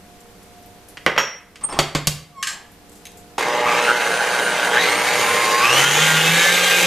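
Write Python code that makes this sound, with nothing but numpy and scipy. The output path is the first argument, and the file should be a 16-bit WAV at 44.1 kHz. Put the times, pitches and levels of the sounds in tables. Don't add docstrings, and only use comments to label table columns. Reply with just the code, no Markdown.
import sys
import numpy as np
from scipy import signal
from scipy.fft import rfft, irfft, next_fast_len
from scipy.io import wavfile
from scipy.ndimage import uniform_filter1d

SR = 44100
rng = np.random.default_rng(int(sys.argv[2]) if len(sys.argv) > 2 else 0)


def waveform_to_disk(signal):
    frames = np.transpose(np.atleast_2d(signal))
    scaled = np.clip(frames, -1, 1) * 32767
    samples = np.round(scaled).astype(np.int16)
    wavfile.write(sys.argv[1], SR, samples)


N = 302526
TIME = np.arange(N) / SR
EDGE_HZ = 14200

# (frequency [Hz], level [dB per Hz])
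FLOOR = [(12, -41), (20, -6.5), (107, -5.5), (141, -21), (176, -4), (207, -4), (296, -14.5), (379, -9),
         (473, -13), (605, -12.5), (714, -14.5), (1170, -17.5), (14300, -28.5)]
FLOOR_DB = -46.5
# (frequency [Hz], level [dB])
FRIDGE_HUM = [(177.6, -61), (296.1, -59.5), (414.5, -64), (473.7, -58.5), (710.6, -55.5), (829.0, -68)]
# (frequency [Hz], likeness [0-1])
SAME_FLOOR = [(60, 0.71), (180, 0.89), (540, 0.69), (1630, 0.47), (4880, 0.19), (14700, 0.03)]
# (frequency [Hz], likeness [0-1])
SAME = [(60, 1), (150, 0.98), (380, 0.99), (940, 1), (2350, 0.96), (5870, 0.77), (14700, 0.073)]
# (frequency [Hz], left over right [dB])
LEAN = [(60, -1.6), (180, -1.3), (540, -1.6), (1630, -0.81), (4880, 0.21), (14700, 1.0)]
# (time [s], level [dB], centre [Hz], lower edge [Hz], t60 [s])
TICKS = [(.204, -40, 7320, 3000, .09), (.4294, -41, 8970, 3000, .08), (.6265, -42, 5610, 3000, .06),
         (.6594, -40, 13000, 4000, 0.1), (.885, -36, 10400, 3000, 0.16), (2.718, -42, 11900, 5040, 0.13),
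         (2.895, -36, 8200, 2500, 0.025), (2.918, -40, 8000, 3000, 0.23), (2.955, -40.5, 7500, 2000, 0.22),
         (3.1184, -30, 7000, 3500, .012), (3.172, -37.5, 7400, 4000, 0.19)]
# (frequency [Hz], t60 [s])
ROOM = [(150, 0.44), (500, 0.41), (2000, 0.5), (6000, 0.34), (14000, 0.34)]

# (time [s], level [dB], tilt [dB/octave], t60 [s], low thump [dB], left over right [dB])
SET_DOWN = [(.9712, -23.5, 4.5, 0.062, -48, -.5), (1.0636, 5, -2, 0.14, -24, -2),
            (1.163, -10, -1.5, .12, -42, 4), (1.178, 3, 1, 0.18, -26, -2),
            (1.557, -28.5, 9.5, 0.11, -55, .2)]
CLUNKS = [(1.611, -31, -3, 0.098, -47, -1.), (1.638, -44, -3., .1, -41, -1.),
          (1.689, -32, -1, .1, -40, -.5), (1.726, -19.5, -5.5, 0.25, -38, -1.),
          (1.7895, 4.5, -2.5, .12, -10.5, -0.16), (1.9498, -1, -3.5, 0.12, -9.5, -.7),
          (2.0712, 2, 2, 0.076, -8.5, -0.27), (3.381, -17, 0, 0.15, -47, -.5)]
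LATCH = [(2.427, -8, 0.0079, 0.14, -60, 1), (2.471, -10, 0.0, 0.21, -62, 0.0),
         (2.528, -28, 0.025, 0.2, -45, 0.0)]
LEVER = [(3.054, -27, 0., 0.046, -65, 0.), (3.068, -30, 1., 0.05, -65, 0.)]
# (frequency [Hz], width [Hz], level [dB])
SET_DOWN_COLOUR = ([(60, -44), (150, -10.5), (300, -10.5), (450, 1), (800, -5.5), (1300, -2), (2000, -4),
                    (2800, -6.5), (3600, -14), (5000, -18.5), (8000, -29.5), (14300, -55)], [(566, 110, -1),
                    (1280, 37, -12), (1480, 61, -5), (1690, 63, -12), (2000, 98, 5), (2660, 34, -19),
                    (2960, 97, -11), (3230, 130, 3), (3660, 58, -16)])
CLUNK_COLOUR = ([(150, -25), (250, -12), (388, -5.5), (818, -10), (1150, -4.5), (1430, -9.5), (3330, -9),
                 (5450, -10), (6560, -11), (14300, -22.5)], [(1230, 79, -29), (2120, 75, 5.5),
                 (3350, 50, 4), (3700, 35, 5), (4600, 57, 8), (6170, 33, -26.5), (6900, 170, 3),
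                 (6300, 82, -15), (7550, 150, 1), (8000, 95, 5)])
LATCH_COLOUR = ([(150, -60), (250, -39), (286, -38), (667, -49), (1170, 0), (1380, -26), (1640, 8),
                 (2080, -4), (7640, -5.5), (14300, -23)], [(1270, 50, 0), (1570, 27, -10), (2920, 69, 0),
                 (4240, 76, -3), (5190, 74, -1), (6600, 29, 0), (7160, 30, -7), (7570, 55, 4),
                 (9550, 64, -19), (11700, 46, -17)])
LEVER_COLOUR = ([(300, -30), (1200, -16), (2200, 3), (4000, -8), (9000, -8.5), (14300, -11)],
                 [(2300, 200, -18), (3850, 200, -4), (6300, 180, -2), (9000, 300, -8)])
# (frequency [Hz], relative level [dB], t60 [s])
THUMP = [(150, 10, 0.13), (119, -6, 0.11), (76.6, -5.5, 0.28), (39, -1, 0.08)]

# (frequency [Hz], relative level [dB], t60 [s])
JUG = [(5514, -6, 0.55), (5616, 6, 0.25), (5670, -0.5, 0.65), (6760, -22, .25), (6660, -5.5, 0.32),
       (11400, -29, 0.17), (12260, -20, 0.22), (12900, -9, .12), (13680, -28, .25)]
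# (time [s], level [dB])
JUG_BLOWS = [(1.066, -38), (1.182, -18.5)]
JUG_STOPS = 1.4

# (start [s], rise [s], hold [s], first pitch [Hz], held pitch [Hz],
# level [dB], tail level [dB], tail t60 [s], flutter [dB], overtones [dB])
SQUEAKS = [(1.629, 0.011, 0.014, 8500, 8590, -13, -29, 0.21, 1.5, -60),
           (1.692, .01, 0.015, 5300, 5350, -38.5, -45, .06, 1.5, -60),
           (2.315, .07, .05, 1193, 1083, -31, -70, .02, -0.5, 3)]
SQUEAK_RISE_DB, SQUEAK_DROP_S = 35, 0.0049
# (multiple of its pitch, relative level [dB])
SQUEAK_TOPS = [(2, -20), (3, -27), (4, -30), (5, -27), (7, -26), (10, -34)]
# (start [s], length [s], first level [dB], last level [dB], t60 [s])
SCRAPES = [(1.611, 0.037, -41.5, -31, .08), (1.686, 0.099, -29, -29, .02), (2.44, 0.087, -53, -39.5, 0.41)]
# (frequency [Hz], level [dB per Hz])
SCRAPE = [(88, -24), (150, 1), (451, -9), (556, -4), (1140, 5.5), (1490, -16), (1800, -8), (8710, -31),
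          (14000, -39)]

# (time [s], shaft speed [Hz], roar level [dB])
MOTOR = [(3.38, 42.23, -15.5), (3.46, 43.57, -18), (3.63, 44.87, -17), (3.68, 52.06, -13), (3.8, 58.4, -14),
         (3.95, 67.8, -15.5), (4.02, 69.5, -14.5), (4.3, 69.97, -17.5), (4.72, 70.2, -16.5),
         (4.77, 74.4, -10), (4.805, 86.5, -9.5), (4.87, 95.3, -10), (4.97, 99.9, -15), (5.25, 104.1, -13.5),
         (5.615, 108.1, -14), (5.64, 114.3, -11.5), (5.68, 118.9, -11.5), (5.72, 127.3, -11.5),
         (5.78, 136.4, -7), (5.86, 141.7, -11), (6.03, 157.7, -9), (6.22, 159, -11.5), (6.41, 170.7, -9.5),
         (6.55, 177.2, -11), (6.65, 177.9, -11), (6.86, 176.4, -9.5)]
MIDDLE_HZ = 90
# (frequency [Hz], level [dB per Hz])
ROAR = [(18, -65), (30, -83), (118, -57), (152, -10), (262, -11), (474, -1), (614, -10), (663, -9.5),
        (816, -7), (1330, -5.5), (1600, -1.5), (2810, -5.5), (5360, -13), (6590, -13.5), (14300, -22.5)]
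# (frequency [Hz], width [Hz], relative level [dB])
HOUSING = [(484, 56, 2), (542, 36, 7), (800, 81, 8.5), (1174, 51, 5.5), (1610, 73, 1), (1830, 25, 3),
           (2092, 54, 6), (2350, 29, 2.5), (2580, 19, 2.5), (2810, 150, -1), (3166, 34, 4.5), (3800, 79, 3),
           (6480, 680, 0.5), (8100, 100, -18)]
TILT, TILT_PER_OCTAVE = 0.2, 2.4
THROB = 0.11
# (shaft speed [Hz], level [dB])
SHAKE = [(42, -63), (70, -55), (92, -44.5), (108, -44.5), (130, -33), (145, -30), (151, -26), (166, -20),
         (173, -31), (178, -28.5)]
# (multiple of the shaft speed, relative level [dB])
PINION = [(9, 0), (10, -2)]
# (frequency [Hz], level [dB])
PINION_PATH = [(380, -50), (560, -38), (700, -31), (780, -26), (900, -45), (1000, -39), (1075, -15),
               (1140, -13), (1300, -28), (1420, -15.5), (1500, -21), (1580, -19.5), (1660, -23),
               (1740, -13), (1790, -40)]
# (multiple of the shaft speed, relative level [dB])
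GEARS = [(2, -7.5), (3, -1), (7, 1.5), (8, 1.5), (12, 5.5), (13, 7), (14, 7.5), (15, -1), (16, 8.5),
         (18, 7), (20, 8), (26, -3)]
GEARS_DB, GEARS_DB_PER_OCTAVE = -39.5, 9.5
BARS = 22
# (frequency [Hz], level [dB])
BAR_PATH = [(920, -26.5), (1000, -29), (1135, -16.5), (1260, -40), (1430, -14), (1540, -21.5), (1650, -19),
            (1900, -31), (2100, -21.5), (2380, -28.5), (2500, -13), (2620, -10.5), (2800, -17), (3150, -15),
            (3260, -22), (3500, -23), (3900, -24)]
BAR_SURGE_DB = 1.5
SWING, SWING_DB_PER_OCTAVE = 1.08, -4.5
# (multiple of the bar rate, relative level [dB])
WHINE = [(2, -20.5), (3, -27.5), (4, -34), (5, -38.5), (6, -40), (7, -51)]
# (shaft speed [Hz], level [dB])
WHINE_LEVEL = [(42, 4), (62, 14), (68, 3), (105, 2), (150, -3), (160, -10), (178, -4)]
# (frequency [Hz], level [dB])
WHINE_PASS = [(2500, -27), (4500, -9.5), (6000, -7.5), (7500, -2.5), (9200, 6.5), (10500, 2.5), (12000, -1),
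              (14000, -22)]
MAINS_HZ = 120.25
# (multiple of the pull rate, relative level [dB])
BUZZ = [(2.5, -38.5), (4, -26.5), (5, -25.5), (6, -69), (7, -24), (8, -27), (9, -31.5), (10, -32)]
# (time [s], level [dB])
BUZZ_LOAD = [(3.38, -14), (3.5, 3.5), (3.98, 3.5), (4.08, -9), (4.25, -6.5), (4.8, 1.5), (5.0, 0), (5.4, 1),
             (5.7, -3), (6.86, -16)]
# (frequency [Hz], level [dB], start [s], end [s])
DRONE = (181, -39, 2, 6)
# (time [s], level [dB])
SLACK = [(3.395, -14), (3.41, -14), (3.427, -14), (3.451, -25), (3.485, -17)]
# (tilt [dB/octave], t60 [s], low thump [dB], left over right [dB])
SLACK_BLOW = (-0.5, 0, -60, -.5)


def amp(db):
    return np.exp(np.asarray(db) * (np.log(10) / 20))


def evened(x):
    return x / np.sqrt(np.mean(x ** 2) + 1e-20)


def read(points, hz):
    f, value = np.transpose(points)
    return np.interp(np.log(hz + 1), np.log(f + 1), value)


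def played(rows):
    s, *columns = np.transpose(rows)
    opening = np.clip((TIME - s[0]) / 0.0016, 0, 1)
    closing = np.clip((s[-1] + 0.013 - TIME) / 0.0092, 0, 1)
    return opening * closing, [np.interp(TIME, s, c) for c in columns]


def add(mix, s, sound):
    part = mix[..., round(s * SR):][..., :sound.shape[-1]]
    part += sound[..., :part.shape[-1]]


def drift(rate_hz):
    return evened(signal.lfilter([1], [1, -np.exp(-2 * np.pi * rate_hz / SR)], rng.standard_normal(N)))


def noise(shape_db, same, size):
    hop = size // 4
    frames = N // hop + 5
    hz = np.fft.rfftfreq(size, 1 / SR)[:, None]
    a, b, c, d = rng.standard_normal((frames, len(hz), 4)).T
    like = np.clip(read(same, hz), -1, 1)
    left = a + 1j * b
    right = like * left + np.sqrt(1 - like ** 2) * (c + 1j * d)
    gain = amp(shape_db(hz, np.arange(frames) * hop / SR)) * np.ones(frames)
    spectra = np.array([left, right]) * (gain / np.sqrt((gain ** 2).mean(0)))
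    return evened(signal.istft(spectra, nperseg=size, noverlap=size - hop)[1][:, :N])


def rings(modes, seconds):
    t = np.arange(round(seconds * SR)) / SR
    return sum(amp(db - 60 * t / max(t60, 0.01)) * np.sin(2 * np.pi * hz * t) for hz, db, t60 in modes)


def resonance_boost_db(peaks, hz, strength_db):
    top = max(db for _, _, db in peaks)
    power = sum(amp(2 * (db - top + strength_db)) / (1 + (2 * (hz - f) / width) ** 2)
                for f, width, db in peaks)
    return 10 * np.log10(1 + power)


def kitchen():
    hum = np.zeros(N)
    for hz, db in FRIDGE_HUM:
        hum += np.sqrt(2) * amp(db + 2.9 * drift(2.1)) * np.sin(2 * np.pi * hz * TIME + 0.5 * drift(1))
    air = noise(lambda hz, s: read(FLOOR, hz), SAME_FLOOR, size=2048)
    return amp(FLOOR_DB + 0.27 * drift(9)) * air + hum


def ticks():
    out = np.zeros((2, N))
    t = np.arange(round(0.08 * SR)) / SR
    hz = np.fft.rfftfreq(len(t), 1 / SR)
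    bursts = rng.standard_normal((len(TICKS), 2, len(t)))
    for (s, db, centre_hz, edge_hz, t60), burst in zip(TICKS, bursts):
        treble = hz ** 2 / (hz ** 2 + edge_hz ** 2)
        colour = treble * (0.5 + 1 / (1 + ((hz - centre_hz) / 600) ** 2))
        shared = burst[0] + 0.65 * burst
        puff = evened(irfft(rfft(shared) * colour, len(t))) * amp(-60 * t / max(t60, 0.005))
        add(out, s, 0.48 * amp(db) * puff)
    return out


def room(x):
    taps, spacing = np.zeros((2, SR // 2)), 20
    at = np.arange(100, SR // 2 - spacing, spacing)
    at = at + rng.integers(0, spacing, (2, len(at)))
    np.put_along_axis(taps, at, rng.choice([-1., 1.], at.shape), 1)
    hz, t, spectra = signal.stft(taps, SR, nperseg=256)
    like = np.clip(read(SAME, hz), -1, 1)[:, None]
    spectra[1] = like * spectra[0] + np.sqrt(1 - like ** 2) * spectra[1]
    fade = amp(-60 * t / read(ROOM, hz)[:, None])
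    tail = signal.istft(spectra * fade, SR, nperseg=256)[1]
    return signal.fftconvolve(x.mean(0)[None], tail / np.linalg.norm(tail[0]), axes=1)[:, :N]


def knocks(rows, colour, ring_db):
    out = np.zeros((2, N))
    t = np.arange(round(0.4 * SR)) / SR
    hz = np.fft.rfftfreq(len(t), 1 / SR)
    thump = rings(THUMP, 0.4) * np.clip(t / 0.0064, 0, 1)
    thump = thump / abs(thump).max()
    wide_db = read(colour[0], hz)
    boost_db = resonance_boost_db(colour[1], hz, ring_db)
    bursts = rng.standard_normal((len(rows), 2, len(t)))
    for (s, db, tilt, t60, thump_db, pan_db), burst in zip(rows, bursts):
        tilted_db = wide_db + tilt * np.log2(hz / 1500 + 0.24)
        crack = evened(irfft(rfft(burst[0]) * amp(1.14 * tilted_db), len(t))) * amp(-60 * t / 0.043)
        clatter = evened(irfft(rfft(burst[1]) * amp(tilted_db + boost_db), len(t)))
        blow = crack + 0.98 * clatter * amp(-60 * t / max(t60, 0.02))
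        sound = 0.43 * amp(db) * blow + amp(thump_db) * thump
        add(out, s, sound * amp([[pan_db / 2], [-pan_db / 2]]))
    return out


def jug():
    out = np.zeros(N)
    for s, db in JUG_BLOWS:
        add(out, s, amp(db) * rings(JUG, 0.5))
    return out * np.clip((JUG_STOPS - TIME) / 0.013, 0, 1)


def scrapes():
    out = np.zeros((2, N))
    rub = noise(lambda hz, s: read(SCRAPE, hz), SAME, size=256) * amp(2.3 * drift(80))
    for s, length, first_db, last_db, t60 in SCRAPES:
        t = TIME - s
        level_db = np.interp(t, [0, length], [first_db, last_db])
        level_db -= 60 * np.maximum(t - length, 0) / t60
        out += np.clip(t / 0.004, 0, 1) * amp(level_db) * rub
    return out


def squeaks():
    out = np.zeros(N)
    for s, rise, hold, first_hz, held_hz, db, tail_db, t60, flutter_db, tops_db in SQUEAKS:
        t, end = TIME - s, rise + hold + SQUEAK_DROP_S
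        level_db = np.interp(t, [0, rise, rise + hold, end], [db - SQUEAK_RISE_DB, db, db, tail_db])
        level_db -= 60 * np.maximum(t - end, 0) / t60
        pitch = np.interp(t, [0, rise], [first_hz, held_hz])
        phase = 2 * np.pi * np.cumsum(pitch) / SR + 0.019 * flutter_db * drift(36)
        tone = np.sin(phase)
        for k, top_db in SQUEAK_TOPS:
            if k * held_hz < EDGE_HZ:
                tone += amp(tops_db + top_db) * np.sin(round(k) * phase)
        out += (t > 0) * np.sqrt(2) * amp(level_db + flutter_db * drift(27)) * tone
    return out


def patches(hz, s, depth_db):
    field = rng.standard_normal((len(s), len(hz))).T
    smooth = uniform_filter1d(uniform_filter1d(field, size=7, axis=0), size=9, axis=1)
    return depth_db * evened(smooth)


def roar_shape(speed, tilt, surge):
    def shape_db(hz, s):
        bar_hz = BARS * np.interp(s, TIME, speed)
        humps = sum(size / (1 + ((hz - k * bar_hz) / (k * 85.0)) ** 2) for k, size in ((1, 4.), (2, 3.)))
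        body_db = read(ROAR, hz) + resonance_boost_db(HOUSING, hz, 10.5)
        body_db = body_db + np.interp(s, TIME, tilt) * np.log2(hz / 1500 + 0.51)
        hump_db = 10 * np.log10(1 + humps * np.interp(s, TIME, surge))
        return body_db + hump_db + patches(hz, s, depth_db=1.57)
    return shape_db


def motor_roar(speed, roar_db, octaves, surge, turn, pull):
    roar = noise(roar_shape(speed, TILT + TILT_PER_OCTAVE * octaves, surge), SAME, size=1024)
    kick = np.exp(THROB * np.cos(pull) + 0.04 * np.cos(turn))
    chatter = amp(1.13 * drift(37) + 0.26 * drift(9.3))
    return amp(roar_db) * roar * evened(kick * chatter)


def shaft_shake(speed, turn):
    return np.sqrt(2) * amp(read(SHAKE, speed) + 3.0 * drift(3.2)) * np.sin(turn + 0.13 * drift(45))


def gear_tones(speed, octaves, turn, shudder, wavers):
    out = np.zeros(N)
    for k, db in PINION:
        size = amp(db + read(PINION_PATH, round(k) * speed) + 2.9 * drift(2.6))
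        out += np.sqrt(2) * size * np.sin(round(k) * turn + shudder * drift(41))
    grid = np.arange(0, 5000, 5)
    head_db = resonance_boost_db(HOUSING, grid, 9.4)
    base_db = GEARS_DB + GEARS_DB_PER_OCTAVE * octaves
    for k, db in GEARS:
        waver = np.roll(wavers, round(k) * SR // 3, axis=1)
        flare_db = 0.7 * np.interp(k * speed, grid, head_db)
        size = amp(base_db + db + flare_db + 3.98 * waver[0])
        out += size * np.sin(round(k) * turn + 0.5 * waver[2])
    return out


def bar_tone(speed, octaves, surge, turn, pull, shudder):
    bar_db = read(BAR_PATH, BARS * speed) + BAR_SURGE_DB * np.tanh(surge)
    swing = 1 + SWING * amp(SWING_DB_PER_OCTAVE * octaves) * np.cos(pull)
    return amp(bar_db + 2.8 * drift(13.0)) * swing * np.sin(BARS * turn + shudder * drift(45))


def mains_buzz(pull, wavers):
    out = np.zeros(N)
    load_db = np.interp(TIME, *np.transpose(BUZZ_LOAD))
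    for k, db in BUZZ:
        waver = np.roll(wavers, round(2 * k) * SR // 7, axis=1)
        out += amp(db + load_db + 2.0 * waver[1]) * np.sin(round(2 * k) / 2 * pull + 0.13 * waver[0])
    return out


def drone(wavers):
    hz, db, start, end = DRONE
    held = np.clip(np.minimum(TIME - start, end - TIME) / 0.098, 0, 1)
    return held * amp(db + 3 * wavers[0]) * np.sin(2 * np.pi * hz * TIME + 0.23 * wavers[1])


def commutator_whine(speed, surge, turn, wavers):
    out = np.zeros((2, N))
    for k, db in WHINE:
        hz = round(k) * BARS * speed
        waver = np.roll(wavers, round(k) * SR, axis=1)
        surge_db = (6.2 * (k < 2.5) - 4.5) * np.tanh(surge)
        level_db = read(WHINE_LEVEL, speed) + surge_db + db + read(WHINE_PASS, hz) + 2.8 * waver[1]
        size = amp(level_db) * (hz < EDGE_HZ)
        wobble = 0.1 * np.sin(turn) + (0.5 + 0.28 * surge) * waver[2]
        out += size * np.sin(round(k) * BARS * turn + wobble + [[0], [0.9]])
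    return out


def motor():
    gate, (speed, roar_db) = played(MOTOR)
    octaves = np.log2(speed / MIDDLE_HZ)
    turn = 2 * np.pi * np.cumsum(speed) / SR
    pull = 2 * np.pi * MAINS_HZ * TIME
    surge = uniform_filter1d(abs(np.gradient(speed)) * SR / speed, size=2000)
    shudder = 0.087 + 0.56 * surge
    wavers = np.array([drift(5.9), drift(6.6), drift(39)])
    tones = shaft_shake(speed, turn) + gear_tones(speed, octaves, turn, shudder, wavers)
    tones += bar_tone(speed, octaves, surge, turn, pull, shudder)
    tones += mains_buzz(pull, wavers) + drone(wavers)
    tones = signal.sosfilt(signal.butter(2, 70, "high", fs=SR, output="sos"), tones)
    roar = motor_roar(speed, roar_db, octaves, surge, turn, pull)
    return gate * (roar + tones + commutator_whine(speed, surge, turn, wavers))


def scene():
    near = ticks() + knocks(SET_DOWN, SET_DOWN_COLOUR, 6.2) + jug()
    near = near + knocks(CLUNKS, CLUNK_COLOUR, 12.4) + scrapes() + squeaks()
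    near = near + knocks(LATCH, LATCH_COLOUR, 13.6) + knocks(LEVER, LEVER_COLOUR, 28.0)
    near = near + knocks([row + SLACK_BLOW for row in SLACK], CLUNK_COLOUR, 9.0)
    return kitchen() + near + amp(-6.5) * room(near) + motor()


def record(dry):
    power = uniform_filter1d((dry ** 2).mean(0), size=400, origin=150)
    power_db = 10 * np.log10(abs(power) + 1e-12)
    fall = 25.0 * TIME
    held_db = np.maximum.accumulate(power_db + fall) - fall
    over_db = np.maximum(held_db + 28.5, 0)
    ducked = dry / amp(0.29 * uniform_filter1d(over_db, size=300))
    size = next_fast_len(N)
    lean = read(LEAN, np.fft.rfftfreq(size, 1 / SR)) / 2
    leaned = irfft(rfft(ducked, size) * amp([lean, -lean]), size)[:, :N]
    rounded = leaned / (1 + abs(leaned) ** 6) ** (1 / 6)
    band_limit = signal.firwin(511, EDGE_HZ, window=("kaiser", 9), fs=SR)
    return signal.oaconvolve(rounded, band_limit[None], "same")


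dry = scene()
out = record(dry)
waveform_to_disk(out)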